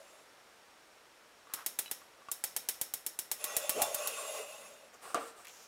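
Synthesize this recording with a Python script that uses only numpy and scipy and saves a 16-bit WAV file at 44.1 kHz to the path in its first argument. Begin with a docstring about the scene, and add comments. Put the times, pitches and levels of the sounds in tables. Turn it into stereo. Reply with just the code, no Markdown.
"""A faint hiss of fuel dies away over a quiet room, then fingers tap and rub a button on a gas lantern.
An igniter sparks about eight times a second, with one pause: noise bursts echo in the globe and shake the frame.
The valve opens: fuel roars as noise in many resonances and catches with a whoomp of rising pitch; a flame flutters.
Then a hand works the pump: filtered noise scrapes and whistles, a knock rings the tank, and the knob creaks.
"""
import sys
import numpy as np
from scipy import signal
from scipy.fft import rfft, irfft
from scipy.io import wavfile
from scipy.ndimage import uniform_filter1d, map_coordinates

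SR = 44100
rng = np.random.default_rng(int(sys.argv[2]) if len(sys.argv) > 2 else 0)


def file_out(sig):
    """Save sig as 16-bit WAV at sys.argv[1]."""
    # one column per channel
    cols = np.atleast_2d(sig).T
    # limit, then scale
    lim = np.clip(cols, -1, 1)
    pcm = np.round(lim * 32767).astype(np.int16)
    wavfile.write(sys.argv[1], SR, pcm)


N = 250047
T = np.arange(N) / SR  # time of every sample, in seconds

# blows of the pump at the end of its stroke: start_s [s], peak_db [dB]
KNOCKS = [(5.146, -16)]
# resonances of the fuel tank: pitch_hz [Hz], relative level_db [dB], t60_s [s]
TANK_MODES = [(461.4, 4, 0.39), (703, 5.5, 0.21), (1180, 12, 0.17), (1250, -20, 0.41), (1360, -4, 0.51),
              (1790, -13, 0.23), (2430, -19, .2), (2750, -17, .25), (2880, -27, 0.24)]


def undb(db):
    """Turn decibels into a plain gain."""
    return 10 ** (np.asarray(db) / 20)


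def unit(x):
    """Scale a sound to an rms level of 1."""
    return x / np.sqrt(np.mean(x ** 2))


def fade(t, t60):
    """Exponential decay, 60 dB down after t60 seconds."""
    return np.exp(-np.log(1000) * t / t60)


def swell(start, attack, hold, t60, db):
    """Gain that rises smoothly, holds, then dies away."""
    rise = np.clip((T - start) / attack, 0, 1)
    since_hold = np.maximum(T - start - attack - hold, 0)
    return undb(db) * rise ** 2 * fade(since_hold, t60)


def walk(rate):
    """Random levels, each held for 1 / rate seconds and smoothed twice; rms 1."""
    k = int(SR / rate)
    steps = np.repeat(rng.standard_normal(N // k + 1), k)
    smooth = uniform_filter1d(uniform_filter1d(steps, k), k)
    return unit(smooth[:N])


def curve(rows, lead_s=0):
    """Level in dB over time, silent outside its rows."""
    s, db = np.transpose(rows)
    return np.interp(T + lead_s, s, db, left=-200, right=-200)


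def colour(x, points):
    """Filter to the gain of (Hz, dB) points without ringing ahead of the sound, using the cepstrum."""
    hz, db = np.transpose(points)
    grid = np.linspace(1, SR / 2, 2049)
    gain_db = np.interp(np.log(grid), np.log(hz), db)
    ceps = irfft(np.log(undb(gain_db)))
    # fold the second half onto the first, so the filter only looks back
    ceps[1:2048] *= 2
    ceps[2049:] = 0
    response = irfft(np.exp(rfft(ceps)))
    return signal.fftconvolve(x, response)[:len(x)]


def band(hz, width, passes=1, size=N):
    """Noise in one resonance, gain 1 at its centre; two passes give steep flanks."""
    x = rng.standard_normal(size)
    sharpness = max(hz / width, .5)
    for _ in range(passes):
        x = signal.lfilter(*signal.iirpeak(min(hz, .45 * SR), sharpness, fs=SR), x)
    return x


def gliding(hz, width_hz):
    """Noise in a resonance whose centre moves: slow noise shifted up to the wanted pitch."""
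    turn = 2 * np.pi * np.cumsum(hz) / SR
    low_pass = signal.butter(3, width_hz, fs=SR)
    sound = 0
    for wave in (np.sin, np.cos):
        sound = sound + signal.lfilter(*low_pass, rng.standard_normal(N)) * wave(turn)
    return unit(sound)


def ring(modes, t, spread_db):
    """One blow on a set of resonances, each with a little chance in level and pitch."""
    sound = 0
    for hz, db, t60 in modes:
        level_luck, pitch_luck = rng.standard_normal(2)
        tone = np.sin(2 * np.pi * hz * (1 + 0.00078 * pitch_luck) * t)
        sound = sound + undb(db + spread_db * level_luck) * fade(t, t60) * tone
    return sound


def echoes(t, near_s, room_db, grain):
    """A dense burst of near reflections, then the room, whose treble dies first."""
    low_t60_s, high_t60_s = 0.51, 0.19
    dull = signal.lfilter([.3], [1, -.7], grain)
    room_part = dull * fade(t, low_t60_s) + (grain - dull) * fade(t, high_t60_s)
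    return grain * fade(t, near_s) + undb(room_db) * room_part


def peak(x):
    """Peak height, taken as 2.4 times the rms of the loudest 160 samples."""
    return 2.4 * np.sqrt(uniform_filter1d(x ** 2, size=160).max())


def add(out, at, sound, db):
    """Mix a sound in at a time in seconds with a given peak in dB."""
    i = int(at * SR)
    sound = sound[:N - i]
    out[i:i + len(sound)] += sound * undb(db) / peak(sound)


def room():
    """Steady room tone and microphone hiss, swelling a little, with a faint whistle in irregular pips."""
    # colour of the room tone: pitch_hz [Hz], relative level_db [dB]
    room_colour = [(15, -57), (25, -12.5), (160, -12.5), (421, -4), (457, -2), (945, -3.5), (1020, -4.5),
                   (1380, -4), (3830, -13), (5430, -15), (5880, -16), (10100, -19.5), (15500, -28.5)]
    tone_db, whine_db = -60, -72
    whine_hz, pips_per_s = 5562, 9.5
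    tone = unit(colour(rng.standard_normal(N), room_colour))
    tone = tone * undb(tone_db + 0.23 * walk(2.32))
    pip_cycles = np.cumsum(pips_per_s * undb(2.5 * walk(6))) / SR
    pips = 1. * (np.cos(2 * np.pi * pip_cycles) > .1)
    pips = uniform_filter1d(pips, size=200)  # soften the edges
    return tone + undb(whine_db) * pips * np.sin(2 * np.pi * whine_hz * T)


def jet():
    """Turbulent fuel drives the resonances of tube and globe; each sputters on its own."""
    # fuel flow, one list for each opening of the valve: time_s [s], roar_db [dB]
    openings = [
        [(0, -63), (.2, -65), (.33, -87)],
        [(3.36, -82), (3.41, -49), (3.545, -44), (3.74, -46), (3.8, -40), (3.9, -45.5), (4.04, -41.5),
         (4.2, -42.5), (4.32, -45), (4.38, -42), (4.46, -50), (4.52, -50), (4.66, -53), (4.9, -68)],
    ]
    # resonances before the warmth shift and widening: pitch_hz [Hz], width_hz [Hz], relative level_db [dB]
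    burner_modes = [(446, 46, -7.5), (592.4, 72, 2.5), (804, 78, -9.5), (1106, 68, -4), (1140, 200, -13.5),
                    (1404, 180, -14), (1996, 61, -8), (2420, 170, -11), (2584, 73, -2.5), (2797, 51, 0),
                    (3120, 170, -15.5), (3570, 130, -7), (5000, 140, -26), (5640, 88, -12),
                    (6540, 120, -6.5), (6740, 100, -9.5), (7360, 93, -2), (8030, 80, -22), (8600, 200, -12),
                    (9960, 76, -12), (10300, 110, -6.5), (10370, 170, -6), (11300, 50, -21),
                    (12100, 170, -30)]
    split_hz, broad_db = 1700, -28  # resonances below the split join the roar, the others the hiss
    roar = undb(broad_db) * band(480, 1100)
    hiss = undb(-17.0) * (band(2640, 2300) + band(8200, 8300))
    for hz, width, db in burner_modes:
        sputter_db = 0.59 * walk(8) + 3.2 * walk(30)
        mode = undb(db + sputter_db) * band(hz, 1.63 * width, 2)
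        if hz < split_hz:
            roar = roar + mode
        else:
            hiss = hiss + mode

    # the tube is hot at first, cools while the valve is shut and warms again: the hiss follows in pitch
    cold_share, hot_share = .975, 1.012
    warms_from_s, warms_to_s = 3.55, 4.35
    shuts_s, opens_s = openings[0][-1][0], openings[1][0][0]
    share = np.interp(T, [shuts_s, opens_s, warms_from_s, warms_to_s],
                      [hot_share, cold_share, cold_share, hot_share])
    hiss = map_coordinates(hiss, [np.cumsum(share)], mode="mirror")

    hiss_at_45_db, hiss_per_roar, hiss_leads_s = -45, 1.03, 0.004  # dB at a -45 dB roar, dB per dB, s
    flow = 0
    for rows in openings:
        hiss_db = hiss_at_45_db + hiss_per_roar * (curve(rows, hiss_leads_s) + 45)
        flow = flow + undb(curve(rows)) * unit(roar) + undb(hiss_db) * unit(hiss)
    flutter = undb(0.5 * walk(24.74))
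    return flutter * flow


def struck(events, modes):
    """Blows on a small part: its resonances ring along with a short burst of noise."""
    out, t = np.zeros(N), T[:int(.2 * SR)]
    for at, db in events:
        noise = undb(1) * fade(t, .05) * band(2800, 2500, size=len(t))
        add(out, at, ring(modes, t, spread_db=2) + noise, db)
    return out


def fingers():
    """A thumb rubs the button as noise, and fingers tap the button with a hollow ring."""
    # thumb pressing the button: start_s [s], attack_s [s], hold_s [s], release_t60_s [s], level_db [dB]
    rub = (1.46, .07, .08, .35, -54.5)
    # finger taps: start_s [s], peak_db [dB]
    taps = [(1.471, -45.5), (1.499, -46), (2.017, -44), (2.22, -47), (2.286, -32)]
    # resonances of the button: pitch_hz [Hz], relative level_db [dB], t60_s [s]
    button_modes = [(1148, 8.5, 0.055), (1407, -5, 0.092), (830, -28, .04), (2050, -12, 0.035),
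                    (2670, -12, 0.034)]
    rubbing = swell(*rub) * undb(2.9 * walk(71.4)) * unit(band(1240, 430))
    return rubbing + struck(taps, button_modes)


def igniter():
    """Each spark is a sharp crack that bounces in the globe and shakes the frame; sparks vary in brightness."""
    # sparks: start_s [s], peak_db [dB], bass thump_db relative to the crack [dB]
    sparks = [(1.536, -20.5, -29), (1.6611, -18, -50), (1.7875, -18, -34), (1.9117, -20, -29),
              (2.314, -20, -32), (2.4381, -17.5, -34.5), (2.563, -18, -34), (2.6864, -17, -41),
              (2.812, -18, -27.5), (2.9367, -19.5, -34), (3.063, -19.5, -34), (3.1885, -20, -32),
              (3.3135, -18.5, -39), (3.44, -19, -37), (3.5652, -14, -28), (3.693, -14.5, -32),
              (3.8179, -13, -28), (3.944, -19.5, -31), (4.0718, -19.5, -37)]
    # colour of a spark: pitch_hz [Hz], relative level_db [dB]
    spark_colour = [(35, -49), (60, -27.5), (589, -7), (1090, -11), (2990, -7.5), (3280, -7), (4060, -9),
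                    (5260, -9), (11200, -1.5), (15200, -7), (16700, -12)]
    # resonances of metal frame and burner tube: pitch_hz [Hz], width_hz [Hz], relative level_db [dB]
    frame_modes = [(1920, 39, -4.5), (3820, 90, -3.5), (5380, 130, 3.5), (5800, 75, -5), (6630, 80, -1.5),
                   (9370, 90, -3), (10070, 90, -7), (11200, 110, -8)]
    # direct crack, then reflections inside the globe: delay_s [s], extra level_db [dB]
    bounce_rows = [(.0006, 3), (.004, -1), (.0085, -3)]
    frame_db, frame_t60_s = -30.5, 0.33
    globe_t60_s, room_db = .038, -13
    alike = .55  # share of the noise power that repeats spark after spark
    mean_cut_db, cut_spread_db = 3, 1.07  # cut below 9 kHz, and its scatter from spark to spark

    out, t = np.zeros(N), T[:int(.4 * SR)]
    same = rng.standard_normal(len(t))
    frame = unit(sum(undb(db) * unit(band(hz, width)) for hz, width, db in frame_modes))
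    bounces = 1 + sum(undb(db) * np.exp(-((t - s) / 0.00017) ** 2) for s, db in bounce_rows)
    onset = np.minimum(t / 0.00082, 1)
    for at, db, thump_db in sparks:
        cut_db = mean_cut_db + cut_spread_db * rng.standard_normal()
        grain = np.sqrt(alike) * same + np.sqrt(1 - alike) * rng.standard_normal(len(t))
        crack = echoes(t, globe_t60_s, room_db, grain) * bounces * onset
        crack = colour(crack, spark_colour)
        crack = colour(crack, [(3000, -cut_db), (9000, 0)])  # full cut up to 3 kHz, none from 9 kHz
        crack = crack / peak(crack)
        thump = undb(thump_db) * np.exp(-((t - .004) / 0.0011) ** 2)  # one short push of air
        rattle = undb(frame_db) * fade(t, frame_t60_s) * frame[int(at * SR):][:len(t)]
        add(out, at + .0009, crack + thump + rattle, db)
    return out


def loose_part():
    """A loose metal part touches the frame and rings in small clinks."""
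    # clinks: start_s [s], peak_db [dB]
    clinks = [(1.86, -35.5), (1.8793, -41)]
    # resonances of the part: pitch_hz [Hz], relative level_db [dB], t60_s [s]
    part_modes = [(1700, -12, 0.075), (2640, 1, 0.033), (2940, 0, 0.06), (3180, -8, .04), (3940, 1, 0.076)]
    return struck(clinks, part_modes)


def whoomp():
    """The gas in the globe lights all at once; the air heats up, so its note climbs, over a low rumble."""
    # the gas catches: start_s [s], attack_s [s], hold_s [s], release_t60_s [s], level_db [dB]
    catch = (3.738, .025, .055, .25, -33)
    cold_hz, hot_hz, heats_at_s, heating_s = 500, 760, 3.795, .015
    width_hz, flutter_db, rumble_db = 125, 1.5, -18
    rumble = undb(rumble_db) * unit(band(230, 240))
    heat = (1 + np.tanh((T - heats_at_s) / heating_s)) / 2  # 0 cold, 1 hot
    note_hz = cold_hz + (hot_hz - cold_hz) * heat
    flutter = undb(flutter_db * walk(70))
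    return swell(*catch) * flutter * (gliding(note_hz, width_hz) + rumble)


def flame():
    """The flame flutters over the hood: low noise of wavering level."""
    # flutter: start_s [s], attack_s [s], hold_s [s], release_t60_s [s], level_db [dB]
    burning = (4.42, .13, .27, 1.2, -72)
    return swell(*burning) * undb(1.9 * walk(16)) * unit(band(214, 71, 2))


def pump():
    """The shaft scrapes the tank and air whistles past the cup; the tank rattles after the knock."""
    # movements: start_s [s], length_s [s], scrape_db [dB], air_db [dB], first air pitch_hz [Hz]
    movements = [(4.914, 0.022, -56.5, -62, 6700), (5.002, 0.12, -50.5, -54.5, 9100),
                 (5.173, .11, -67, -54.5, 8740), (5.35, 0.067, -60.5, -60, 8600),
                 (5.455, 0.195, -66, -59, 6700)]
    attack_s, scrape_t60_s, air_t60_s = 0.028, 0.19, 0.23
    air_sag_hz_per_s = 3800
    tank_rattle_db, tank_rattle_t60_s = -39.5, 0.48
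    start, length, scrape_db, air_db, air_hz = np.transpose(movements)

    def strokes(levels_db, t60):
        """Gain over time of all the movements."""
        return sum(swell(s, attack_s, max(n - attack_s, 0), t60, db)
                   for s, n, db in zip(start, length, levels_db))

    scrape = sum(undb(db / 2) * band(hz, 170) for hz, db, _ in TANK_MODES)
    tank_rattle = sum(swell(at, 0.0078, 0, tank_rattle_t60_s, tank_rattle_db) for at, _ in KNOCKS)
    scrape_gain = (strokes(scrape_db, scrape_t60_s) + tank_rattle) * undb(2.0 * walk(60))

    now = np.maximum(np.searchsorted(start, T) - 1, 0)  # latest movement at each moment
    pitch_hz = air_hz[now] - air_sag_hz_per_s * np.maximum(T - start[now], 0)
    air = gliding(pitch_hz, 1060) + undb(0.5) * unit(band(5000, 14000))
    air_gain = strokes(air_db, air_t60_s) * undb(0.79 * walk(40))
    return scrape_gain * unit(scrape) + air_gain * unit(air)


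def plunger():
    """The plunger knocks home: an echoing blow, a bright tick and the ring of the tank."""
    # colour of the blow: pitch_hz [Hz], relative level_db [dB]
    knock_colour = [(65, -61), (110, -47), (264, -10), (454, -6.5), (748, -7), (921, -14.5), (1340, -6),
                    (2120, -27), (2610, -22), (6670, -32.5), (8390, -25), (16000, -50)]
    out, t = np.zeros(N), T[:int(.5 * SR)]
    for at, db in KNOCKS:
        blow = colour(echoes(t, 0.077, -4, rng.standard_normal(len(t))), knock_colour)
        tick = undb(-2) * fade(t, 0.01) * band(7500, 3600, size=len(t))
        knock = blow / peak(blow) + tick + undb(-20.5) * ring(TANK_MODES, t, spread_db=4.0)
        # keep deep bass out of the knock
        knock = signal.lfilter(*signal.butter(2, 170, "high", fs=SR), knock)
        add(out, at - .001, knock, db)
    return out


def pump_knob():
    """The turning pump knob creaks in dry ticks: a very short bright burst over a longer, duller one."""
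    # ticks: start_s [s], peak_db [dB]
    creaks = [(5.448, -42.5), (5.4537, -39.5), (5.47, -38), (5.483, -40.5), (5.4952, -44)]
    out, t = np.zeros(N), T[:int(.2 * SR)]
    for at, db in creaks:
        bright = fade(t, 0.0038) * band(8000, 14000, size=len(t))
        dull = undb(-2.5) * fade(t, 0.075) * band(2350, 1150, size=len(t))
        add(out, at, bright + dull, db)
    return out


def scene():
    """One microphone feeds both channels."""
    lantern = jet() + fingers() + igniter() + loose_part() + whoomp() + flame()
    mono = room() + lantern + pump() + plunger() + pump_knob()
    return np.array([mono, mono])


def record(dry):
    """The microphone loses the deepest bass and thins out near the top, then a steep cut."""
    top_hz = 16750
    soft = signal.sosfilt(signal.butter(1, 45, "high", fs=SR, output="sos"), dry)
    soft = signal.sosfilt(signal.cheby1(6, 1, 15500, fs=SR, output="sos"), soft)
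    return signal.sosfilt(signal.ellip(10, .2, 60, top_hz, fs=SR, output="sos"), soft)


dry = scene()
out = record(dry)
file_out(out)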